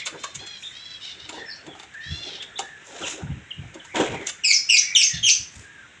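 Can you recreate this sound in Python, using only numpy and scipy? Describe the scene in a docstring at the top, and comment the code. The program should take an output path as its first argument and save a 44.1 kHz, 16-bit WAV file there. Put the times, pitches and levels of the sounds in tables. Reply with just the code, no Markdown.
"""A small hard-walled aviary at feeding time. A hand knocks the wire cages and slides a seed dish
while young birds beg and others whistle further off. Feet shuffle back, a bird bursts into a flurry
of wingbeats, and one close by gives four shrill chirps: each a falling note that breaks and flicks up.
Voices are wavering tones shaped by throat and beak, knocks make wires, frame and dish ring,
and wings, bumps and rubbing are short swells of noise."""
import sys
import numpy as np
from scipy import signal
from scipy.fft import rfft, irfft
from scipy.io import wavfile

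SR = 44100
rng = np.random.default_rng(int(sys.argv[2]) if len(sys.argv) > 2 else 0)


def store_wav(level_fs):
    """Save 16-bit WAV to argv[1]."""
    pcm = np.round(np.clip(np.atleast_2d(level_fs), -1, 1) * 32767)
    wavfile.write(sys.argv[1], SR, pcm.T.astype(np.int16))


N = 264600
TIME = np.arange(N) / SR

# Levels are relative: the functions scale and mix them. t is a time, f a frequency.
# Tone colours, or how strong the lows and highs are: f/Hz, level/dB
AIR_COLOUR = [(20, -27), (45, -4), (95, 4.5), (250, -1.5), (700, -7), (1200, -4), (1750, 3.5), (2400, -0.5),
              (3800, -5), (4500, -22), (6000, -12), (7400, -10.5), (8300, -17.5), (9700, -43), (12000, -58),
              (16000, -79)]  # outdoor air and far birds
RUB_COLOUR = [(60, -22), (130, -11), (260, 0.5), (380, 7), (520, 0.5), (800, 1.5), (1100, -9.5),
              (1600, -4.5), (2400, -38), (4000, -74)]  # cloth and dish rubbing
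HISS_COLOUR = [(3500, -41), (5000, -4.5), (7200, 2.5), (8200, -9), (9500, -18), (11500, -35), (15000, -36)]  # loose seed and breathy hiss
SCRAPE_COLOUR = [(400, -13), (900, -4), (1500, -2), (2100, -2), (3100, 2), (3800, 2), (4500, -12),
                 (5600, -4), (7100, 1.5), (8200, -11), (10500, -35), (15000, -69)]  # dish on wire
CRINKLE_COLOUR = [(2500, -9), (5000, -8), (7200, 1), (8400, -5), (9500, -20), (11000, -30), (15000, -50)]  # thin seed bag
PUFF_COLOUR = [(80, -11.5), (200, 3.5), (370, 7.5), (800, 2), (1200, -2), (2000, -22), (4000, -66)]  # air pushed by a wing
FEATHER_COLOUR = [(700, -60), (1500, 5.5), (2300, -2), (3400, 1), (4700, -15), (7200, -5), (8500, -20.5),
                  (11000, -43), (15000, -64)]  # rattling feathers
NESTLING_THROAT = [(1200, -32), (2000, -21.5), (2700, -13.5), (3350, -4), (4050, -6.5), (4650, -20.5),
                   (5400, -13), (6500, -26.5), (7600, -31.5), (9500, -64)]  # a young bird's throat and beak
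CLOSE_THROAT = [(2000, 1.5), (3000, 3.5), (4300, 3), (5300, 3), (6300, -4.5), (7300, -3), (8200, 1.5),
                (9200, -4.5), (11000, -18), (14000, -41)]  # the close bird's throat and beak
CHIRP_COLOUR = [(1000, -48), (1700, -42), (2150, 1), (7600, -1), (8700, -23), (10500, -20.5),
                (11800, -25.5), (13000, -37), (15000, -69.5)]  # the chirps are cut below 2 kHz and grow dim above 8 kHz
PLAIN_THROAT = [(1500, 0), (6000, 0)]  # favours no pitch
THUD_COLOUR = [(30, -1), (80, 5.0), (300, -5), (700, -36.5), (2000, -40.5)]  # a soft push

# Echoes from nearby shelves and walls: delay/s, level/dB
WALL_ECHOES = [(.0031, -20.5), (.0074, -16), (0.013, -17.5), (0.028, -26.5)]
# Soft bumps of feet, and of the arm on the cage: t/s, level/dB, f/Hz
BUMPS = [(0.357, -39.5, 101), (1.22, -50.5, 100), (1.331, -64, 520), (1.372, -43.5, 326), (1.677, -40, 380),
         (2.061, -39, 126), (2.11, -31, 111), (3.01, -36, 430), (3.228, -28, 135), (3.296, -25.5, 122),
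         (3.365, -39.5, 110), (3.586, -30, 128), (3.638, -36.5, 115), (4.105, -25.5, 129),
         (5.141, -33, 126), (5.214, -37.5, 97), (5.394, -43, 110), (5.563, -39, 108), (5.608, -51, 460)]
# Cloth and dish rubs, then short hisses, from shifts of loose seed and from the young birds' breathy begging:
# peak t/s, level/dB, decay/s
RUB_MOVES = [(.15, -35.5, 0.037), (.29, -49, .02), (.42, -39, 0.03), (1.18, -52, 0.068),
             (1.345, -37, 0.078), (1.68, -41, 0.059), (2.28, -41.5, .14), (2.62, -34.5, 0.013),
             (2.93, -43, 0.12), (3.025, -30.5, 0.022), (3.19, -37.5, 0.094), (3.64, -44, 0.031),
             (3.76, -38, 0.026)]
HISS_MOVES = [(0, -39, 0.013), (.2, -45, .03), (.63, -44, 0.08), (1.05, -48.5, .07), (1.345, -45, 0.032),
              (1.78, -56, 0.045), (2.17, -51.5, 0.15), (2.87, -45, 0.042), (3.1, -30, 0.03),
              (3.65, -63, 0.092), (3.88, -56, 0.14)]
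# Knocks on the cage: t/s, wire level/dB, dish level/dB, frame level/dB, dish f/Hz
CAGE_HITS = [(0.06, -21, -47, -42, 1110), (0.0692, -35, -46, -29.5, 1270), (.077, -61, -39, -59, 1206),
             (0.24, -25, -32, -36, 1117), (.353, -22.5, -77, -38.5, 1360), (.4678, -33.5, -51, -50, 1425),
             (1.293, -32.5, -42, -39, 966), (1.6666, -44, -54, -52, 640), (1.7517, -62, -44, -80, 817),
             (1.7963, -41, -49.5, -44.5, 840), (1.831, -43, -48.5, -50, 810), (1.94, -46.5, -61, -55, 1380),
             (2.426, -37.5, -53.5, -38.5, 501), (2.592, -20.5, -28.5, -32, 806),
             (3.745, -38.5, -68, -49, 814), (3.849, -37.5, -54, -53, 940), (4.272, -15.5, -76, -32, 1400),
             (4.2937, -22.5, -47, -34, 1220)]
# Ringing tones of the wires, then the frame (narrow ones ring longer): f/Hz, width/Hz, level/dB
WIRE_TONES = [(5300, 340, -41), (6260, 260, -2), (6620, 270, 17), (7210, 140, 18.5), (7300, 130, -28)]
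FRAME_TONES = [(1490, 46, 4.4), (2240, 40, 10), (2780, 750, 7.6), (3540, 97, 9.8)]
# Ringing tones of the hollow dish: multiple of its pitch, width/Hz, level/dB
DISH_TONES = [(.52, 93, -5.5), (1.001, 66.5, 6), (1.429, 160, -6)]
# Wing strokes: t/s, air level/dB, air f/Hz, feather level/dB, swell/s
WING_STROKES = [(3.948, -26, 790, -42, 0.0029), (3.958, -27.5, 274, -24.5, 0.0048),
                (3.97, -25, 790, -31, 0.002), (4.006, -13.5, 365, -24, 0.008),
                (4.035, -31.5, 410, -39, 0.01), (4.064, -29.5, 396, -33, 0.011),
                (4.121, -29, 447, -36, 0.011), (4.141, -30, 730, -47, 0.0055),
                (4.224, -37, 372, -44.5, 0.055), (4.29, -45.5, 640, -40, 0.022)]
# Thin whistles, then nasal begging calls:
# t/s, length/s, middle f/Hz, glide/share of pitch, level/dB, roughness (0-1)
WHISTLE_CALLS = [(-.02, 0.057, 2276, 0.033, -35.5, 0.54), (.624, .016, 3180, .3, -39, 0.53),
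                 (.63, 0.055, 3720, -.02, -32, .35), (1.36, 0.17, 1850, -0.03, -42.5, 0.28),
                 (1.455, 0.076, 5380, -.025, -42.5, 0.08), (1.5, .045, 4450, -.14, -39, .25),
                 (1.54, 0.029, 5600, 0.059, -47, 0.34), (1.68, 0.064, 3320, -0.14, -45.5, 0.18),
                 (1.91, 0.21, 1799, 0.059, -41.5, 0.23), (2.395, 0.043, 3496, 0.18, -37, 0.29),
                 (2.556, .028, 3720, 0.048, -33, 0.3), (2.61, .17, 1757, -0.043, -43.5, 0.23),
                 (3.02, 0.043, 3050, -0.29, -35, 0.5), (3.506, 0.014, 3043, -0.13, -33.5, 0.31),
                 (3.795, .015, 3130, -.19, -45.5, 0.3), (3.88, 0.42, 2262, 0.036, -41, 0.57),
                 (4.8, 0.3, 2320, 0.02, -35, 0.17), (4.8, .2, 2045, 0.16, -43.5, 0.38),
                 (5.05, .15, 1913, -0.21, -41, 0.3), (5.62, .27, 1660, -.16, -50, .35)]
BEGGING_CALLS = [(-.04, 0.071, 592, -0.069, -36, 0.57), (.16, 0.17, 523, 0.013, -45.5, 0),
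                 (.38, 0.14, 845, 0.022, -43, 0.17), (.485, 0.1, 820, -.06, -37, 0.03),
                 (.71, .27, 668, .05, -40.5, 0.02), (1, .13, 757, -0.081, -36.5, 0.37),
                 (1.18, 0.096, 743, 0.091, -44, 0.37), (1.32, .1, 720, -.05, -41, .45),
                 (2, 0.34, 694.6, .1, -39, 0.08), (2.22, .17, 652, -0.13, -36.5, 0.42),
                 (5.13, 0.064, 703, 0.053, -32.5, 0.48)]
# Close chirps. The fall: t/s, length/s, first f/Hz, last f/Hz, bend (+ drops early, - late),
# scoop into the note/share of pitch, sway/share of pitch, level/dB, opening accent/dB,
# mid-note overtones/dB, roughness (0-1). The flick: top f/Hz, last f/Hz, rise/s, length/s, level/dB
CLOSE_CHIRPS = [(4.435, 0.094, 2690, 2170, .3, .08, .035, -16, 3, 12.5, 0.067, 6330, 5030, .013, .056, -18),
                (4.688, 0.088, 2982, 2282, 0.9, -.08, .012, -15, 5, -0.5, .13, 5870, 5780, .018, .032, -13.5),
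                (4.949, .080, 3280, 2665, 4, .2, .005, -16.5, 18, 21, 0.029, 6450, 6160, .026, .042, -14),
                (5.226, 0.072, 3420, 2650, -.5, -.12, .018, -13.5, -2, 7, 0.12, 6305, 5800, .028, .04, -12.5)]


def from_db(db):
    """Turn decibels into a number to multiply by."""
    return 10 ** (np.asarray(db) / 20)


def rms_one(x):
    """Scale a sound to an average power of 1."""
    return x / np.sqrt(np.mean(x ** 2) + 1e-20)


def at_hz(points, hz):
    """Look up a tone colour's level in dB at a frequency."""
    f, db = np.transpose(points)
    return np.interp(np.log(hz), np.log(f), db)


def colour(x, spectrum):
    """Turn a sound's lows and highs up or down to follow a tone colour."""
    hz = np.maximum(np.fft.rfftfreq(N, 1 / SR), 1)
    return irfft(rfft(x) * from_db(at_hz(spectrum, hz)), N)


def noise(spectrum):
    """Noise of power 1 with the given tone colour."""
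    return rms_one(colour(rng.standard_normal(N), spectrum))


def wander(rate):
    """A smooth random wobble of size about 1; a higher rate in Hz makes it quicker."""
    r = np.exp(-2 * np.pi * rate / SR)
    return rms_one(signal.lfilter([1], [1, -2 * r, r * r], rng.standard_normal(N)))


def resonate(x, hz, width):
    """Let a sound ring at one pitch."""
    r = np.exp(-np.pi * width / SR)
    feedback = [1, -2 * r * np.cos(2 * np.pi * hz / SR), r * r]
    return signal.lfilter(np.array([1, 0, -1]) * (1 - r * r) / 2, feedback, x + 1e-18)


def ring(force, tones):
    """A struck object rings at several pitches at once."""
    power = sum(from_db(2 * db) * np.pi * width / SR / 2 for hz, width, db in tones)
    return sum(from_db(db) * resonate(force, hz, width) for hz, width, db in tones) / np.sqrt(power)


def burst(at, swell_s, decay_s):
    """A loudness curve that swells to a peak and dies away."""
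    distance = np.where(TIME < at, (at - TIME) / swell_s, (TIME - at) / decay_s)
    return np.exp(-np.minimum(distance, 40))


def movements(table, swell_share):
    """The loudness of a series of movements; a slow one both swells and dies slowly."""
    return sum(from_db(db) * burst(at, swell_share * decay, decay) for at, db, decay in table)


def span(start, end, edge_s):
    """The samples that a note covers, and a curve that fades it in and out."""
    i = np.flatnonzero((TIME >= start) & (TIME < end))
    to_edge = np.minimum(TIME[i] - start, end - TIME[i])
    return i, np.sin(np.pi / 2 * np.clip(to_edge / edge_s, 0, 1))


def bird_voice(pitch, waver, throat, harmonics, overtones_db=0):
    """A membrane vibrates at a wavering pitch and its multiples; throat and beak colour the sound."""
    k = np.arange(1, harmonics + 1)[:, None]
    gains = from_db(at_hz(throat, k * pitch) + overtones_db * (k > 1)) * (k * pitch < SR / 2)
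    phase = 2 * np.pi * np.cumsum(pitch * np.exp(waver)) / SR
    return np.sum(gains * np.sin(k * phase), axis=0) / np.sqrt(np.sum(gains ** 2, axis=0) / 2)


def arched_calls(table, throat, jitter, fade_share, harmonics, sag_per_s=0.28):
    """Each call glides in pitch and sags at both ends; a rough one wavers quickly."""
    out = np.zeros(N)
    chaos, sway, effort = wander(140), 0.0048 * wander(34), from_db(2.83 * wander(40))
    for start, length, hz, glide, db, rough in table:
        i, fade = span(start, start + length, edge_s=fade_share * length)
        from_middle = (TIME[i] - start) / length - .5
        pitch = hz * (1 + glide * from_middle - sag_per_s * length * (2 * from_middle) ** 2)
        waver = sway[i] + jitter * rough * chaos[i]
        out[i] += from_db(db) * fade * effort[i] * bird_voice(pitch, waver, throat, harmonics)
    return out


def aviary(x, tail_db, die_away_s=0.35):
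    """Hard walls send back a few clear echoes, then a short blur of many more."""
    t = TIME[:SR]
    tail = rng.standard_normal(SR) * from_db(-60 * t / die_away_s) * np.clip(t / 0.0019, 0, 1)
    response = from_db(tail_db) * tail / np.linalg.norm(tail)
    response[0] += 1  # the direct sound
    for delay, db in WALL_ECHOES:
        response[int(delay * SR)] += from_db(db)
    return signal.fftconvolve(x, response / np.linalg.norm(response))[:N]


def open_air(level_db=-50.5):
    """Outdoor air and far birds blend into an almost steady hush."""
    return from_db(level_db + 0.09 * wander(2.3)) * noise(AIR_COLOUR)


def far_flock(quietest_db=-59, low_hz=1500, high_hz=2800, count=110):
    """Birds in the other cages twitter at random, each note a shallow arch."""
    calls = []
    for when, length, height, slope, loud in rng.random((count, 5)):
        hz = low_hz * (high_hz / low_hz) ** height
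        calls.append((5.3 * when, 0.0463 + 0.12 * length, hz, -.18 * slope, quietest_db + 3 * loud, .5))
    return arched_calls(calls, PLAIN_THROAT, jitter=0.13, fade_share=0.4, harmonics=1)


def whistlers():
    """Birds further off peep and whistle, each call one thin tone."""
    return arched_calls(WHISTLE_CALLS, PLAIN_THROAT, jitter=.14, fade_share=0.2, harmonics=1)


def nestlings(hoarse_share=0.26, grit_hz=350):
    """Young birds beg in nasal calls; uneven air flow makes them hoarse."""
    calls = arched_calls(BEGGING_CALLS, NESTLING_THROAT, jitter=0.0876, fade_share=0.22, harmonics=14)
    return calls * (1 + hoarse_share * wander(grit_hz))


def bag_rustle(level_db=-46, grain_db=4, clump_db=3):
    """The thin seed bag crinkles in clumps as the hand leaves it."""
    crinkle = from_db(level_db + grain_db * wander(150) + clump_db * wander(17))
    return burst(at=5.56, swell_s=.03, decay_s=0.072) * crinkle * noise(CRINKLE_COLOUR)


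def thuds(decay_s=0.029, width_hz=60):
    """Shoes on the floor and the arm against the cage make soft, low bumps."""
    out, push = np.zeros(N), noise(THUD_COLOUR)
    for at, db, hz in BUMPS:
        out += from_db(db) * burst(at + 0.0066, 0.0074, decay_s) * rms_one(resonate(push, hz, width_hz))
    return out


def dish_handling(rub_db=-2, hiss_db=-3, slide_db=-31, grain_db=2, patchy_db=4):
    """Cloth and dish rub dully, loose seed and the young birds' breath hiss, and the dish scrapes out across
    the wires."""
    grain = rms_one(from_db(grain_db * wander(180)))
    friction = noise(RUB_COLOUR)
    # the hollows of the cage answer the rubbing, each growing and fading by chance
    hollows = sum((-1) ** k * resonate(friction, hz, hz / 4) * from_db(patchy_db * wander(23))
                  for k, hz in enumerate(np.geomspace(150, 1600, 10)))
    rub = from_db(rub_db) * movements(RUB_MOVES, swell_share=0.51) * rms_one(hollows)
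    hiss = from_db(hiss_db) * movements(HISS_MOVES, swell_share=0.43) * noise(HISS_COLOUR)
    slide = from_db(slide_db) * burst(at=3.08, swell_s=0.078, decay_s=0.055) * noise(SCRAPE_COLOUR)
    return rub + grain * (hiss + slide)


def cage_knocks(scrape_s=0.0036, chatter_s=0.0094, dish_decay_s=0.013, grain_db=3):
    """Each knock is a brief scrape and a chatter of tiny hits that ring wires, frame and dish."""
    out = np.zeros(N)
    times, wire_db, dish_db, frame_db, dish_hz = np.transpose(CAGE_HITS)
    for tones, levels in ((WIRE_TONES, wire_db - 9), (FRAME_TONES, frame_db + 2)):
        chatter = rms_one(rng.standard_normal(N) * from_db(grain_db * wander(360)))
        hits = sum(from_db(db) * burst(at, scrape_s, chatter_s) for at, db in zip(times, levels))
        out += ring(chatter * hits, tones)
    for at, db, hz in zip(times, dish_db + 3, dish_hz):
        force = from_db(db) * burst(at, 0.00018, dish_decay_s) * chatter
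        out += ring(force, [(ratio * hz, width, level) for ratio, width, level in DISH_TONES])
    return signal.sosfilt(signal.butter(6, 8700, fs=SR, output="sos"), out)


def wings(decay_s=0.019, flutter_db=3, puff_width_hz=130):
    """Each stroke shoves a hollow puff of air while the feathers rattle."""
    air, rattle, rush = np.zeros(N), np.zeros(N), noise(PUFF_COLOUR)
    for at, air_db, hz, feather_db, swell_s in WING_STROKES:
        stroke = burst(at, swell_s, decay_s)
        puff = rms_one(resonate(rush, hz, puff_width_hz))
        air += from_db(air_db) * stroke * rms_one(puff + rush)
        rattle += from_db(feather_db) * stroke
    return air + rattle * noise(FEATHER_COLOUR) * from_db(flutter_db * wander(150))


def chirp_fall(t, length, first, last, bend, scoop, sway, db, accent_db, overtones_db, rough):
    """A chirp's first part sinks in steps, brightens in the middle and breaks up at its end."""
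    attack_s, scoop_s, accent_s, release_s = 0.013, 0.00789, 0.017, 0.0032
    break_s, break_rough, break_sag, break_db = 0.0176, 1.57, 0.0786, -2.5
    step_hz, edge_overtones_db = 29, -1.5
    progress = t / length
    broken = np.clip(1 - (length - t) / break_s, 0, 1)
    glide = first + (last - first) * np.expm1(-bend * progress) / np.expm1(-bend)
    steps = sway * np.cos(2 * np.pi * step_hz * t)
    pitch = glide * (1 + scoop * np.exp(-t / scoop_s) + steps - break_sag * broken)
    fade = np.clip(np.minimum(t / attack_s, (length - t) / release_s), 0, 1)
    gain = fade * from_db(db + accent_db * np.exp(-t / accent_s) + break_db * broken)
    bright_db = edge_overtones_db + (overtones_db - edge_overtones_db) * np.sin(np.pi * progress) ** 4
    return pitch, gain, rough + (break_rough - rough) * broken, bright_db


def chirp_flick(t, top, last, rise, from_hz=3700, settle_s=0.013, clear_s=0.013):
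    """A chirp's last part shoots up in pitch, loses its roughness and settles lower."""
    climb = np.sin(np.pi / 2 * np.clip(t / rise, 0, 1))
    droop = 1 - np.exp(-np.maximum(t - rise, 0) / settle_s)
    pitch = from_hz + (top - from_hz) * climb + (last - top) * droop
    return pitch, 1.35 * np.exp(-t / clear_s)


def close_chirps(fall_jitter=0.081, flick_jitter=0.196, trill_hz=175, trill_depth=0.28, warble_hz=62):
    """A trilled, rasping note falls and breaks, then the voice jumps up and clears as it rises."""
    out = np.zeros(N)
    chaos, shake, grit_db = wander(1200), wander(396), 2.8 * wander(320)
    trill = np.sin(2 * np.pi * trill_hz * TIME + wander(33))
    for start, length, *fall, top, last, rise, flick_length, flick_db in CLOSE_CHIRPS:
        i, fade = span(start, start + length, edge_s=0.0017)
        pitch, gain, rough, overtones_db = chirp_fall(TIME[i] - start, length, *fall)
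        waver = rough * (fall_jitter * rough * chaos[i] + trill_depth * (1 - rough) * trill[i])
        rasp = 0.027 * np.sqrt(rough) * shake[i]
        warble = 0.018 * np.sin(2 * np.pi * warble_hz * TIME[i] + chaos[i[0]])
        throb_db = 6 * rough * (1 - rough) * trill[i] + grit_db[i]
        voice = bird_voice(pitch, waver + rasp + warble, CLOSE_THROAT, 5, overtones_db)
        out[i] += fade * gain * from_db(throb_db) * voice

        jump = start + length - 0.0068  # the flick starts inside the break
        i, fade = span(jump, jump + flick_length, edge_s=.006)
        pitch, rough = chirp_flick(TIME[i] - jump, top, last, rise)
        waver = flick_jitter * rough * chaos[N - 1 - i] + 0.0058 * shake[i]
        voice = bird_voice(pitch, waver, CLOSE_THROAT, harmonics=2)
        out[i] += fade * from_db(flick_db + grit_db[i]) * voice
    return colour(out, CHIRP_COLOUR)


def scene():
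    """Birds and the keeper's noises echo in the aviary over the open air, in one channel."""
    calls = nestlings() + whistlers()
    chirps = aviary(from_db(-0.53) * close_chirps(), tail_db=-2)
    other_birds = aviary(calls + far_flock(), tail_db=-3)
    noises = aviary(cage_knocks() + wings() + thuds() + dish_handling() + bag_rustle(), tail_db=-10)
    return (open_air() + other_birds + noises + chirps)[None]


def record(dry, cutoff_hz=14500):
    """Cut away the very highest treble."""
    return signal.sosfilt(signal.cheby2(12, 70, cutoff_hz, fs=SR, output="sos"), dry)


dry = scene()
out = record(dry)
store_wav(out)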